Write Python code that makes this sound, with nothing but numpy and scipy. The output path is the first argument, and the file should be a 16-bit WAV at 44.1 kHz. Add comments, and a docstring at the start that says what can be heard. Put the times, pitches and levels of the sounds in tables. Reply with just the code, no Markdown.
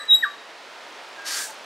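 """Songbird in a forest

A bird gives one bell-like whistle and a short falling note, both nearly pure tones, and a second later
a rough hiss of air shaped by its throat, over thin held tones. Trunks reflect and foliage scatters the
sound, and the reverberation of the phrase before is still decaying at the start. Behind it all are
faint high ticks, as of camera handling, and the soft steady rush of the forest."""
import sys
import numpy as np
from scipy import signal
from scipy.fft import rfft, irfft, next_fast_len
from scipy.io import wavfile
from scipy.ndimage import map_coordinates

SR = 44100
rng = np.random.default_rng(int(sys.argv[2]) if len(sys.argv) > 2 else 0)


def store_wav(level_fs):
    """Save 16-bit WAV to argv[1]."""
    pcm = np.round(np.clip(np.atleast_2d(level_fs), -1, 1) * 32767)
    wavfile.write(sys.argv[1], SR, pcm.T.astype(np.int16))


N = 72765
TIME = np.arange(N) / SR


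def amp(db):
    """Amplitude ratio of a level in decibels."""
    return 10 ** (np.asarray(db) / 20)


def unit(x):
    """Normalisation to rms 1."""
    return x / np.sqrt(np.mean(x ** 2) + 1e-20)


def along(points, hz):
    """Interpolation of (frequency_hz, value) points on a logarithmic frequency axis."""
    return np.interp(np.log(hz + 1), np.log(np.array(points)[:, 0] + 1), np.array(points)[:, 1])


def wobble(rate):
    """Smooth random modulation with `rate` knots a second."""
    return map_coordinates(rng.standard_normal(N), [TIME * rate], mode="wrap")


def filtered(x, response):
    """Linear filtering: the spectrum is multiplied by a frequency response."""
    size = next_fast_len(N + SR // 2)
    return irfft(rfft(x, size) * response(np.fft.rfftfreq(size, 1 / SR)), size)[..., :N]


def noise(response):
    """White noise coloured by a frequency response, at rms 1."""
    return unit(filtered(rng.standard_normal(N), response))


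def band_noise(centre_hz, width_hz):
    """Band-pass noise of rms 1."""
    return noise(lambda hz: 1 / (1 + (2 * (hz - centre_hz) / width_hz) ** 4))


def pulse(centre_s, width_s):
    """A Gaussian envelope of height 1."""
    return np.exp(-((TIME - centre_s) / width_s) ** 2)


def swell(start_s, attack_s, end_s, release_s):
    """An envelope of rounded attack, hold and release."""
    rise = np.sin(np.pi / 2 * np.clip((TIME - start_s) / attack_s, 0, 1)) ** 2
    return rise * np.exp(-2 * (np.maximum(TIME - end_s, 0) / release_s) ** 1.6)


def whistle(contour, jitter):
    """Phase, the integral of frequency, and amplitude of a tone that follows a contour."""
    times, hz, db = np.transpose(contour)
    pitch = np.interp(TIME, times, hz) * (1 + jitter * wobble(500))
    level = np.sqrt(2) * amp(np.interp(TIME, times, db, left=-120, right=-120))
    return 2 * np.pi * np.cumsum(pitch) / SR, level


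# Spectrum of the rush: frequency_hz, gain_db
RUSH_SPECTRUM = [(15, -78), (25, -45.5), (120, -25.5), (200, -16.5), (299, -8), (392, -6.5), (637, -1.5),
                 (749, -3), (929, -2), (1150, -5), (1320, -3.5), (1590, -5), (1730, -5), (2590, -8),
                 (3490, -10), (5370, -15.5), (9210, -27.5), (13100, -38), (15800, -39.5)]
# Its slow swell: time_s, level_db
RUSH_LEVEL = [(0, -44), (.45, -43.5), (.8, -42), (1.2, -41), (1.65, -41.5)]
# Its side signal relative to the mid: frequency_hz, gain_db
RUSH_WIDTH = [(30, -6), (120, -16.5), (600, -17.5), (1500, -14.5), (4000, -13.5), (12000, -26)]
def forest_rush():
    """Ambient noise: a distant rush, thin in the bass and largely coherent between left and right."""
    shelf_hz, pan_db = 75, .5
    colour = lambda hz: (amp(along(RUSH_SPECTRUM, hz))
                         * (hz ** 2 + shelf_hz ** 2 / 2) / (hz ** 2 + shelf_hz ** 2))
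    mid = noise(colour)
    side = filtered(noise(colour), lambda hz: amp(along(RUSH_WIDTH, hz)))
    level = amp(np.interp(TIME, *np.transpose(RUSH_LEVEL)) + 0.12 * wobble(12))
    return level * np.array([mid + side, mid - side]) * amp([[-pan_db], [pan_db]])


# Faint high ticks, as of camera handling: start_s, relative_level_db
FAINT_TICKS = [(0.055, -43), (0.835, -49), (1.09, -44), (1.22, -46), (1.494, -39), (1.506, -30.5),
               (1.543, -40.5), (1.588, -45), (1.628, -46.5), (1.644, -45)]
def faint_ticks():
    """Damped transients: each tick is a burst of high noise that decays exponentially."""
    t60_s = .012
    level = sum((TIME >= start) * amp(db - 60 * np.abs(TIME - start) / t60_s)
                for start, db in FAINT_TICKS)
    return level / 2 * band_noise(centre_hz=9000, width_hz=9000)


# Echoes of the phrase before: centre_hz, width_hz, level_db, t60_s
LINGERING_BANDS = [(1218, 140, -41.5, 0.37), (1640, 40, -43, 0.26), (1785, 93, -40.5, 0.85),
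                   (1980, 45, -44, 0.62), (3910, 120, -35.5, 0.24), (8030, 300, -48, 0.37),
                   (11900, 500, -62, .3)]
def lingering_echoes():
    """Reverberant decay: earlier notes persist as narrow bands of noise that fade exponentially."""
    return sum(amp(db - 60 * TIME / t60) * band_noise(hz, width)
               for hz, width, db, t60 in LINGERING_BANDS)


# Reverberation time of the foliage: frequency_hz, t60_s
FOLIAGE_DECAY = [(1000, .42), (4000, 0.78), (12000, .36)]
def foliage_scatter(x):
    """Diffuse scattering: near branches give a short tail of echoes, the foliage a longer one."""
    near_t60_s, near_db, far_db, gap_s = 0.17, -18, -16.5, .008
    hz, age, spectra = signal.stft(rng.standard_normal((2, SR * 3 // 4)), SR, nperseg=256)
    far_t60_s = along(FOLIAGE_DECAY, hz)[:, None]
    near = signal.istft(spectra[0] * amp(-60 * age / near_t60_s), SR, nperseg=256)[1]
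    far = signal.istft(spectra[1] * amp(-60 * age / far_t60_s), SR, nperseg=256)[1]
    tail = amp(near_db) * near / np.linalg.norm(near) + amp(far_db) * far / np.linalg.norm(far)
    return signal.fftconvolve(x, np.pad(tail, (int(gap_s * SR), 0)))[:N]


# Reflections from the nearest trunks: delay_s, gain_db
TRUNK_REFLECTIONS = [(.0105, -11), (.019, -18.5), (.056, -26.5)]
def trunk_echoes(x):
    """Early reflection: each trunk returns a delayed, weaker copy of the sound."""
    return filtered(x, lambda hz: sum(amp(db) * np.exp(-2j * np.pi * hz * delay)
                                      for delay, db in TRUNK_REFLECTIONS))


# Partials of the bell note among the trees: pitch_hz, level_db, late_t60_s
RING_PARTIALS = [(3814, -18, 0.58), (7750, -38, .5), (11540, -45, .4), (15300, -57, .4)]
def bell_reverberation():
    """Interference of overlapping echoes: each partial flutters as it drops fast, then fades slowly."""
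    start_s, rise_s, early_t60_s, late_db = .154, 0.0086, 0.2, -10
    flutter_db, flutter_rate, drift_rad = 2.7, 110, 0.44
    fundamental_hz = RING_PARTIALS[0][0]
    age = np.maximum(TIME - start_s - rise_s, 0)
    out = np.zeros(N)
    for hz, db, t60 in RING_PARTIALS:
        fade = np.hypot(amp(-60 * age / early_t60_s), amp(late_db - 60 * age / t60))
        phase = 2 * np.pi * hz * TIME + drift_rad * hz / fundamental_hz * wobble(flutter_rate)
        out += amp(db + flutter_db * wobble(flutter_rate)) * fade * np.sin(phase)
    return out * np.clip((TIME - start_s) / rise_s, 0, 1) ** 2


# Thin tones around the hiss: start_s, end_s, first_pitch_hz, last_pitch_hz, level_db, roughness
HELD_TONES = [(1.17, 1.277, 1622, 1618, -42, 0.31), (1.281, 1.457, 1615, 1566, -40, 0.43),
              (1.287, 1.453, 1705, 1690, -45, 0.6), (1.473, 1.515, 892, 867, -42.5, 0.28),
              (1.477, 1.523, 667, 637, -49, 0.4)]
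def held_tones():
    """Beating: the two sides of the syrinx give close pitches that interfere where they overlap."""
    edge_s = 0.0044
    out = np.zeros(N)
    for start, end, first_hz, last_hz, db, roughness in HELD_TONES:
        phase = 2 * np.pi * np.cumsum(np.interp(TIME, [start, end], [first_hz, last_hz])) / SR
        tone = unit(np.sin(phase + roughness * wobble(120)) * (1 + roughness * wobble(150)))
        out += amp(db) * swell(start, edge_s, end, edge_s) * tone
    return out


# Spectrum of the air in the throat: frequency_hz, gain_db
THROAT_SPECTRUM = [(800, -16), (1250, 1.5), (1900, -3.5), (2400, -5), (3700, -3), (4600, -1.5), (5800, -2),
                   (7200, -7), (9000, -9.5), (12200, -12.5), (12900, -22), (15700, -32)]
# Spectrum of the jet: frequency_hz, gain_db
JET_SPECTRUM = [(1000, -35), (3500, -11.5), (4600, -7.5), (6500, -1), (8900, 0.5), (9800, -6), (12000, -12),
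                (13000, -11), (15700, -14)]
# Narrow throat resonances, added to a flat response: centre_hz, width_hz, gain_db
THROAT_RESONANCES = [(1933, 79, 1.5), (4486, 150, 0.5), (5300, 260, -6.5), (5900, 130, -3),
                     (6570, 70, -1.5), (7340, 100, -5.5), (8350, 60, 3), (8880, 160, -7.5), (11300, 80, -4)]
def hiss():
    """Source and filter: rough air excites the throat, then a brighter jet joins as the bill opens."""
    def air(spectrum, low_cut_hz=1000):
        def response(hz):
            peaks = sum(amp(db) / (1 + (2 * (hz - centre) / width) ** 2)
                        for centre, width, db in THROAT_RESONANCES)
            return amp(along(spectrum, hz)) * (1 + peaks) * hz ** 3 / (hz ** 3 + low_cut_hz ** 3)
        return noise(response)

    throat = swell(start_s=1.238, attack_s=.046, end_s=1.355, release_s=.125) * air(THROAT_SPECTRUM)
    jet = swell(start_s=1.26, attack_s=.11, end_s=1.425, release_s=.088) * air(JET_SPECTRUM)
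    roughness = amp(-0.9 * wobble(260))
    return (amp(-29.5) * throat + amp(-33.5) * jet) * roughness


# Contour of the falling note: time_s, pitch_hz, level_db
FALL_CONTOUR = [(.219, 1990, -55), (.228, 1907, -24.5), (.235, 1830, -16.5), (.242, 1663, -15.5),
                (.249, 1480, -24.5), (.256, 1169, -32), (.266, 1173, -29), (.28, 1171, -36),
                (.298, 1150, -53), (.36, 1140, -52)]
# Its overtones at their strongest: harmonic_number, relative_level_db
FALL_HARMONICS = [(2, -24), (3, -40.5), (6, -44), (7, -37), (8, -55.5)]
def falling_note():
    """Frequency glide: a tone slurs down and settles, with frayed harmonics in mid-fall."""
    phase, level = whistle(FALL_CONTOUR, jitter=0.0054)
    pressure = pulse(centre_s=.24, width_s=.009)
    fray_rad = .25
    overtones = sum(amp(db) * np.sin(k * (phase + fray_rad * wobble(500))) for k, db in FALL_HARMONICS)
    return level * np.sin(phase), level * pressure * overtones


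# Contour of the bell note: time_s, pitch_hz, level_db
BELL_CONTOUR = [(.072, 3970, -56.5), (.089, 3875, -25.5), (.1, 3860, -16.5), (.113, 3792, -11),
                (.13, 3826, -10), (.143, 3807, -10.5), (.153, 3849, -11), (.159, 3894, -16.5),
                (.168, 3790, -42)]
# Its overtones under full pressure: harmonic_number, relative_level_db
BELL_HARMONICS = [(2, -26), (3, -22.5), (4, -36.5)]
# Rough tones between the harmonics as the voice cracks: frequency_ratio, relative_level_db
CRACK_PARTIALS = [(1.5, -49.5), (2.5, -40.5), (3.5, -48)]
def bell_note():
    """Nonlinear oscillation: under pressure a nearly pure whistle gains harmonics and briefly cracks."""
    rasp_db, flutter_db, relaxed_db, fray_rad = -32.5, 3, -14, 1.6
    phase, level = whistle(BELL_CONTOUR, jitter=0.0017)
    pressure = pulse(centre_s=0.1503, width_s=.014)
    rasp = amp(rasp_db) * pressure * noise(lambda hz: 1 / (1 + (hz / 700) ** 2))
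    tone = level * np.sin(phase) * (1 + rasp)
    overtones = sum(amp(db + flutter_db * wobble(140)) * np.sin(k * phase) for k, db in BELL_HARMONICS)
    brightness = np.sqrt(level / level.max()) * amp(relaxed_db * (1 - pressure))
    crack = sum(amp(db) * np.sin(k * phase + fray_rad * wobble(900)) for k, db in CRACK_PARTIALS)
    crack *= pulse(centre_s=.151, width_s=0.0077)
    return tone, level * (brightness * overtones + crack)


# Side signal of the two whistled notes: frequency_hz, gain_db
BIRD_SIDE = [(1200, -24.5), (3800, -28)]
def scene():
    """Superposition: the bird straight ahead, its echoes and the forest's rush add in mid-side stereo."""
    bell, bell_overtones = bell_note()
    fall, fall_overtones = falling_note()
    voice = bell_overtones + fall + fall_overtones + held_tones() + hiss()
    into_foliage = voice + amp(-12) * bell + amp(1.5) * bell_overtones
    mid = bell + bell_reverberation() + voice + trunk_echoes(voice) + foliage_scatter(into_foliage)
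    mid += lingering_echoes() + faint_ticks()
    # A side signal in quadrature gives left and right a small phase difference.
    side = filtered(bell + fall, lambda hz: 1j * amp(along(BIRD_SIDE, hz)))
    side += amp(-15) * foliage_scatter(fall)
    side += amp(-16) * (bell_reverberation() + lingering_echoes())
    return np.array([mid + side, mid - side]) + forest_rush()


def record(dry):
    """Band limiting: an ideal low-pass filter removes the highest treble."""
    return filtered(dry, lambda hz: hz < 15750)


dry = scene()
out = record(dry)
store_wav(out)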